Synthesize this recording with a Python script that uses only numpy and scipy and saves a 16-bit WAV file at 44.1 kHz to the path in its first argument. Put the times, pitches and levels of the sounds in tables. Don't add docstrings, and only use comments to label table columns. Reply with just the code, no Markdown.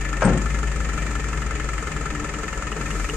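import sys
import numpy as np
from scipy import signal
from scipy.fft import rfft, irfft
from scipy.io import wavfile
from scipy.ndimage import uniform_filter1d

SR = 44100
rng = np.random.default_rng(int(sys.argv[2]) if len(sys.argv) > 2 else 0)


def makeup_ratio(level_db):
    decades = np.asarray(level_db, float) / 20
    return 10 ** decades


def transcribe(signal):
    frames = np.atleast_2d(signal).T
    limited = np.clip(frames, -1, 1)
    pcm = np.round(limited * 32767).astype(np.int16)
    wavfile.write(sys.argv[1], SR, pcm)


N = 139356
T = np.arange(N) / SR

# frequency in Hz, density in dB per Hz.
SITE_SPECTRUM = [(20, 1.5), (65, 0.5), (300, -18), (900, -16.5), (1750, -13.5), (4300, -31.5),
                 (7000, -24.5), (13000, -30.5)]
SITE_DB = -34.5
AIR_START_S, AIR_RISE_S, AIR_DB, AIR_HZ, AIR_WIDTH_HZ = 2.7, 0.23, -39, 8900, 9100

# time in seconds, pitch in Hz, level in dB rms.
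DRONE_LEVEL = [(0.0, 50.4, -27.5), (0.29, 48.0, -23), (0.33, 51.6, -18), (0.38, 52.5, -28), (0.41, 52, -23),
               (0.54, 55.5, -22.5), (1.61, 54.5, -28.5), (1.83, 54.04, -28.5), (1.92, 51.5, -40),
               (1.94, 51.8, -29.5), (2.19, 51.75, -32.5), (2.55, 53.5, -34.5), (2.62, 53.3, -32),
               (3.05, 46.2, -26.5), (3.09, 45.2, -33), (3.16, 43.5, -23.5)]
# time in seconds, pitch in Hz.
DRONE_PITCH = [(0, 49.2), (.27, 48), (.42, 53.4), (.55, 54.5), (1.7, 54.4), (1.93, 51.9), (2.22, 51.8),
               (2.53, 53.5), (2.89, 49), (3.16, 45)]
# time in seconds, pitch in Hz, level in dB rms.
HUM = [(0, 139, -39), (.5, 139, -36.5), (0.962, 133.6, -39.5), (1.62, 132.7, -39.5), (2.4, 138.2, -46),
       (2.6, 140, -51)]
# frequency in Hz, width in Hz, level in dB.
PANELS = [(68.7, 3.1, -40), (103.1, 7.5, -45.5), (152, 10, -40.5), (208.5, 34, -42), (364, 3.7, -62)]
# time in seconds, level in dB rms.
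BED_LEVEL = [(0.4, -39.5), (0.57, -48), (0.98, -41.5), (1.04, -44.5), (1.12, -41), (1.24, -49), (1.58, -43),
             (2.1, -48.5), (2.12, -38), (2.93, -43.5), (2.97, -38), (3.16, -45)]
BED_HZ, BED_WIDTH_HZ = 294.4, 4.2

# start in seconds, level in dB, low modes' share in dB.
BLOWS = [
    (0.221, -21, -18),
    (0.248, -28.5, 3.5),
    (0.275, -32, 4),
    (0.297, -38, 4),
    (0.323, -39, -1.5),
    (0.353, -48, 12),
    (0.559, -41.5, -4),
    (2.772, -42, -4),
    (2.801, -45.5, 5),
]
# frequency in Hz, t60 in seconds, level in dB.
GATE_HIGH = [(490, .15, -2), (538, .3, 1), (585, .15, -6), (721, .15, -9), (818, .2, -2), (868, .2, -5),
             (926, .22, -3), (1040, .08, -7), (1281, .1, -5), (1351, .15, -5), (1427, .12, -5),
             (1583, .1, -9)]
GATE_LOW = [(48, .4, -6), (120, .25, -1), (138, .35, 3), (185, .3, -9), (250, .2, -10), (289, .45, -3),
            (366, .35, -2)]
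# frequency in Hz, decay in seconds, level in dB.
CRASH = [(150, .045, -8), (300, .03, -12), (520, .02, -8), (1150, .013, -6), (1900, .008, -19),
         (4000, .016, -13), (6800, .012, -23)]
# start in seconds, level in dB, frequency in Hz,
# t60 in seconds.
TICKS = [
    (.218, -28, 6500, 0.017),
    (0.241, -25, 8670, 0.039),
    (0.25, -23.5, 8245, 0.083),
    (0.378, -27, 8200, 0.02),
    (0.3776, -30, 7600, .014),
    (.377, -41, 7100, .014),
    (2.595, -22, 148.5, 0.11),
    (2.795, -24.5, 153, 0.22),
    (2.97, -38, 152, 0.75),
]
STRIKE_DB, RATTLE_DB, RATTLE_S, SOFT_HZ = 25, -1, .016, 1900

# time in seconds, firings per second.
FIRING = [(0, 25.625), (.5, 23.307), (1, 22.878), (1.6, 22.219), (2.1, 21.318), (2.6, 21.05),
          (3.16, 21.856)]
FIRST_TURN = -.28
# frequency in Hz, width in Hz, level in dB.
SUMP = (-3, -7, -7, 0), [(425, 45, -44), (540, 35, -49), (800, 200, -53)]
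BLOCK = (-4, -1, -1, 0), [(1230, 40, -56), (1283, 27, -54), (1356, 18, -50)]
HEAD = (0, 0, -5, -1), [(1725, 16, -51), (1805, 30, -53), (1945, 16, -56)]
COVERS = (-0.5, 0.5, -6.5, -0.5), [(2085, 5.4, -54), (2125, 48, -49), (2338, 10, -49.5), (2552, 260, -45.5),
          (2910, 160, -58)]
INJECTORS = (-.5, -1.1, 0, -0.42), [(5170, 660, -56.5), (6970, 880, -45), (7600, 1000, -54.5),
             (9350, 830, -53.5)]
# lead, rise and decay in seconds, steady shake in dB, tap in dB.
KNOCKS = [
    (.002, .002, .012, -7, -8),
    (.0004, .0004, .006, -4, -12),
    (.002, .001, .010, -4, -12),
    (.003, .002, .011, -12, -12),
    (.003, .0025, .011, -10, -24),
]
SCATTER_DB, SHARED_DB, FLUTTER_DB = .7, .6, .8
SPREAD_S, PORT_LAG_S = .0012, .00007
# cylinder, delay in seconds, frequency in Hz, t60 in seconds, level in dB,
# gain in dB per second.
RINGS = [(0, .0, 1290, 0.069, -38, 4.5), (0, .0, 1280, 0.12, -40, -1), (0, -.002, 1823, 0.084, -31.5, 1.5),
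         (0, .007, 1820, 0.11, -28.5, -2.5), (0, .004, 2217, 0.066, -40, 1.5),
         (0, .004, 2330, 0.092, -40.5, 0.5), (0, .004, 2497, 0.047, -42, 4),
         (0, .005, 403, 0.027, -49, 5.5), (1, .0, 1337, 0.071, -29, 0.5), (1, .0, 1280, 0.046, -32, 2),
         (1, .001, 1742, 0.2, -28, -2.5), (1, .001, 1890, 0.18, -34.5, -0.5),
         (1, .007, 2075, 0.094, -43.5, 1.5), (1, .007, 2840, 0.024, -57, 11.5),
         (1, .003, 432, 0.11, -47, 5), (2, .0, 1290, 0.093, -33, 2.5), (2, .0, 1336, 0.3, -37, 0),
         (2, .0, 1730, 0.049, -39.5, 2), (2, .008, 1800, 0.045, -34, 1.5), (2, -.002, 447, 0.084, -40, 5),
         (3, .0, 1274, 0.059, -26.5, 0), (3, .0, 1347, 0.08, -23.5, -0.5), (3, .002, 1483, 0.065, -45, 3),
         (3, .003, 1730, 0.056, -45, 4), (3, .006, 1754, 0.13, -27, -2.5),
         (3, -.001, 2054, 0.092, -41.5, 2.5), (3, .008, 2295, 0.022, -36.5, 1),
         (3, .0, 407, 0.24, -57.5, 3)]
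RING_RISE_S, RING_SCATTER_DB, RING_DETUNE, RING_LAG_S = .0004, 1.2, .003, .00003
# multiple of the firing rate, level in dB rms.
EXHAUST = [(1, -48), (2, -39), (3, -45), (4, -49.5), (7, -42.5), (8, -43.5), (10, -58), (13, -56.5)]

# frequency in Hz, correlation from -1 to 1.
LIKENESS = [(100, 0.97), (450, 1), (800, 0.68), (1150, 0.7), (1800, 0.5), (2500, 0.51), (3200, -.2),
            (6500, -.2), (10000, 0.13)]
# frequency in Hz, left minus right in dB.
PORTS = [(200, 4.5), (1000, 4), (1700, 8), (3500, -3.5), (5600, -1), (6750, -19), (8500, 13.5), (10500, 4)]
# frequency in Hz, gain in dB.
TREBLE = [(8000, -0.5), (9500, -10), (10400, -17), (11400, -25.5), (12300, -9.5), (12900, -10.5),
          (13300, -49)]


def curve(table, at, col=1, log=False):
    rows = np.array(table, float)
    if log:
        return np.interp(np.log(at + 1), np.log(rows[:, 0] + 1), rows[:, col])
    return np.interp(at, rows[:, 0], rows[:, col])


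def colour(x, gain):
    return irfft(rfft(x) * gain(np.arange(N // 2 + 1) * SR / N), N)


def noise():
    def like(hz):
        return np.clip(curve(LIKENESS, hz, log=True), -.99, 1)

    mid, side = rng.standard_normal((2, N))
    mid = colour(mid, lambda hz: np.sqrt((1 + like(hz)) / 2))
    side = colour(side, lambda hz: np.sqrt((1 - like(hz)) / 2))
    return np.array([mid + side, mid - side])


def ring(x, hz, width_hz):
    r = np.exp(-np.pi * width_hz / SR)
    poles = [1, -2 * r * np.cos(2 * np.pi * hz / SR), r * r]
    return signal.lfilter([1, 0, -1], poles, x) * np.sqrt((1 - r * r) / 2)


def walk(rate_hz):
    k = int(SR / rate_hz)
    w = uniform_filter1d(uniform_filter1d(rng.standard_normal(N), k), k)
    return (w - w.mean()) / w.std()


def burst(at_s, decay_s, rise_s):
    age_s = np.maximum(T - at_s, 0)
    return (1 - np.exp(-age_s / rise_s)) * np.exp(-age_s / decay_s)


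def open_air():
    wash = 0
    for centre_hz in 25 * 2. ** np.arange(10):
        def band_gain(hz):
            octaves = np.clip(np.log2((hz + 1) / centre_hz), -1, 1)
            return makeup_ratio(curve(SITE_SPECTRUM, hz, log=True)) * np.cos(np.pi / 2 * octaves)

        wash = wash + colour(noise(), band_gain) * makeup_ratio(walk(8.8))
    return wash * makeup_ratio(SITE_DB) / wash.std()


def air_hiss():
    swell = np.clip((T - AIR_START_S) / AIR_RISE_S, 0, 1)
    return makeup_ratio(AIR_DB) * swell * ring(noise(), AIR_HZ, AIR_WIDTH_HZ)


def second_machine():
    shake = noise()
    out = makeup_ratio(curve(BED_LEVEL, T)) * ring(shake, BED_HZ, BED_WIDTH_HZ)
    for hz, width_hz, db in PANELS:
        out = out + makeup_ratio(db + 1.9 * walk(6.4)) * ring(shake, hz, width_hz)
    for level, pitch in ((DRONE_LEVEL, DRONE_PITCH), (HUM, HUM)):
        tone = np.sin(2 * np.pi * np.cumsum(curve(pitch, T)) / SR)
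        out = out + np.sqrt(2) * makeup_ratio(curve(level, T, col=2)) * tone
    return out


def gate_sheet():
    high, low, out = 0, 0, 0
    for at_s, db, low_db in BLOWS:
        strike = makeup_ratio(STRIKE_DB) * (np.arange(N) == int(at_s * SR))
        push = strike + makeup_ratio(RATTLE_DB) * burst(at_s, RATTLE_S, 0.0012)
        high = high + makeup_ratio(db) * push
        low = low + makeup_ratio(db + low_db) * push
    for push, modes in ((high, GATE_HIGH), (low, GATE_LOW)):
        is_strike = push > 4 * np.roll(push, 1)
        shake = push * np.where(is_strike, 1, noise()[0])
        shake = signal.lfilter(*signal.butter(2, SOFT_HZ, fs=SR), shake)
        for hz, t60_s, db in modes:
            out = out + makeup_ratio(db) * ring(shake, hz, np.log(1000) / np.pi / t60_s)
    return out


def gate_crash():
    grit, out = noise(), 0
    for hz, decay_s, crash_db in CRASH:
        push = 0
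        for at_s, db, low_db in BLOWS:
            push = push + makeup_ratio(db + low_db * (hz < 400)) * burst(at_s, decay_s, 0.0028)
        out = out + makeup_ratio(crash_db) * push * ring(ring(grit, hz, hz), hz, hz)
    return out


def latch_and_thumps():
    port_lag_s = np.array([[0], [.00002]])
    out = 0
    for at_s, db, hz, t60_s in TICKS:
        envelope = makeup_ratio(db) * burst(at_s, t60_s / np.log(1000), 2 / hz)
        out = out + envelope * np.sin(2 * np.pi * hz * (T + port_lag_s))
    return out


def exhaust(turn):
    out = 0
    for order, db in EXHAUST:
        level = makeup_ratio(db - 0.5 + 1.23 * walk(7.5))
        out = out + level * np.sin(2 * np.pi * (order * turn + rng.random()))
    return out


def cylinder_rings(turn):
    out = np.zeros((2, N + 5000))
    age_s = np.arange(3200) / SR
    k = (turn + 4).astype(int)
    fired = np.flatnonzero(np.diff(k)) + 1
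    half = np.array([[.5], [-.5]])
    for cylinder, late_s, hz, t60_s, db, gain_db_per_s in RINGS:
        chance = rng.standard_normal((len(fired), 3))
        for i, (size, tune, lag) in zip(fired, chance):
            if k[i] % 4 != cylinder:
                continue
            start = max(i + int(late_s * SR), 0)
            level_db = db + gain_db_per_s * i / SR + RING_SCATTER_DB * size - 60 * age_s / t60_s
            shape = makeup_ratio(level_db) * (1 - np.exp(-age_s / RING_RISE_S))
            tuned_hz = hz * (1 + RING_DETUNE * tune)
            tone = np.sin(2 * np.pi * tuned_hz * (age_s + RING_LAG_S * lag * half))
            out[:, start:start + len(age_s)] += shape * tone
    return out[:, :N]


def knock(turn, rate, part, envelope, shared_db):
    cylinders_db, modes = part
    lead_s, rise_s, decay_s, steady_db, tap_db = envelope
    at = turn + lead_s * rate + 4
    k, age_s = at.astype(int), at % 1 / rate
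    firing_db = shared_db + SCATTER_DB * rng.standard_normal(100)
    size = makeup_ratio(np.array(cylinders_db)[k % 4] + firing_db[k])
    pulse = size * (1 - np.exp(-age_s / rise_s)) * np.exp(-(age_s / decay_s) ** 2)
    push = pulse + makeup_ratio(steady_db + FLUTTER_DB * walk(30))
    shake = noise() * push / np.sqrt(np.mean(push ** 2))
    fired = np.flatnonzero(np.diff(k)) + 1
    out = 0
    for hz, width_hz, db in modes:
        port_lag_s = PORT_LAG_S * np.abs(rng.standard_normal((2, len(fired))))
        late_s = SPREAD_S * rng.random(len(fired)) + port_lag_s
        tap_at = np.minimum(fired + (late_s * SR).astype(int), N - 1)
        taps = np.zeros((2, N))
        taps[[[0], [1]], tap_at] = size[fired] * np.sqrt(N / len(fired))
        out = out + makeup_ratio(db) * ring(shake + makeup_ratio(tap_db) * taps, hz, width_hz)
    return out


def engine():
    rate = curve(FIRING, T)
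    turn = FIRST_TURN + np.cumsum(rate) / SR
    shared_db = SHARED_DB * rng.standard_normal(100)
    out = cylinder_rings(turn) + exhaust(turn)
    for part, envelope in zip((SUMP, BLOCK, HEAD, COVERS, INJECTORS), KNOCKS):
        out = out + knock(turn, rate, part, envelope, shared_db)
    return out


def scene():
    gate_and_thumps = gate_sheet() + gate_crash() + latch_and_thumps()
    return open_air() + air_hiss() + second_machine() + gate_and_thumps + engine()


def roll_off(x):
    return signal.sosfilt(signal.butter(12, 13620, fs=SR, output="sos"), x)


def record(dry):
    def ratio(hz):
        return makeup_ratio(curve(PORTS, hz, log=True))

    def right(hz):
        return 2 / (1 + ratio(hz)) * makeup_ratio(curve(TREBLE, hz, log=True))

    left_port = colour(dry[0], lambda hz: ratio(hz) * right(hz))
    right_port = colour(dry[1], right)
    return roll_off(np.array([left_port, right_port]))


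dry = scene()
out = record(dry)
transcribe(out)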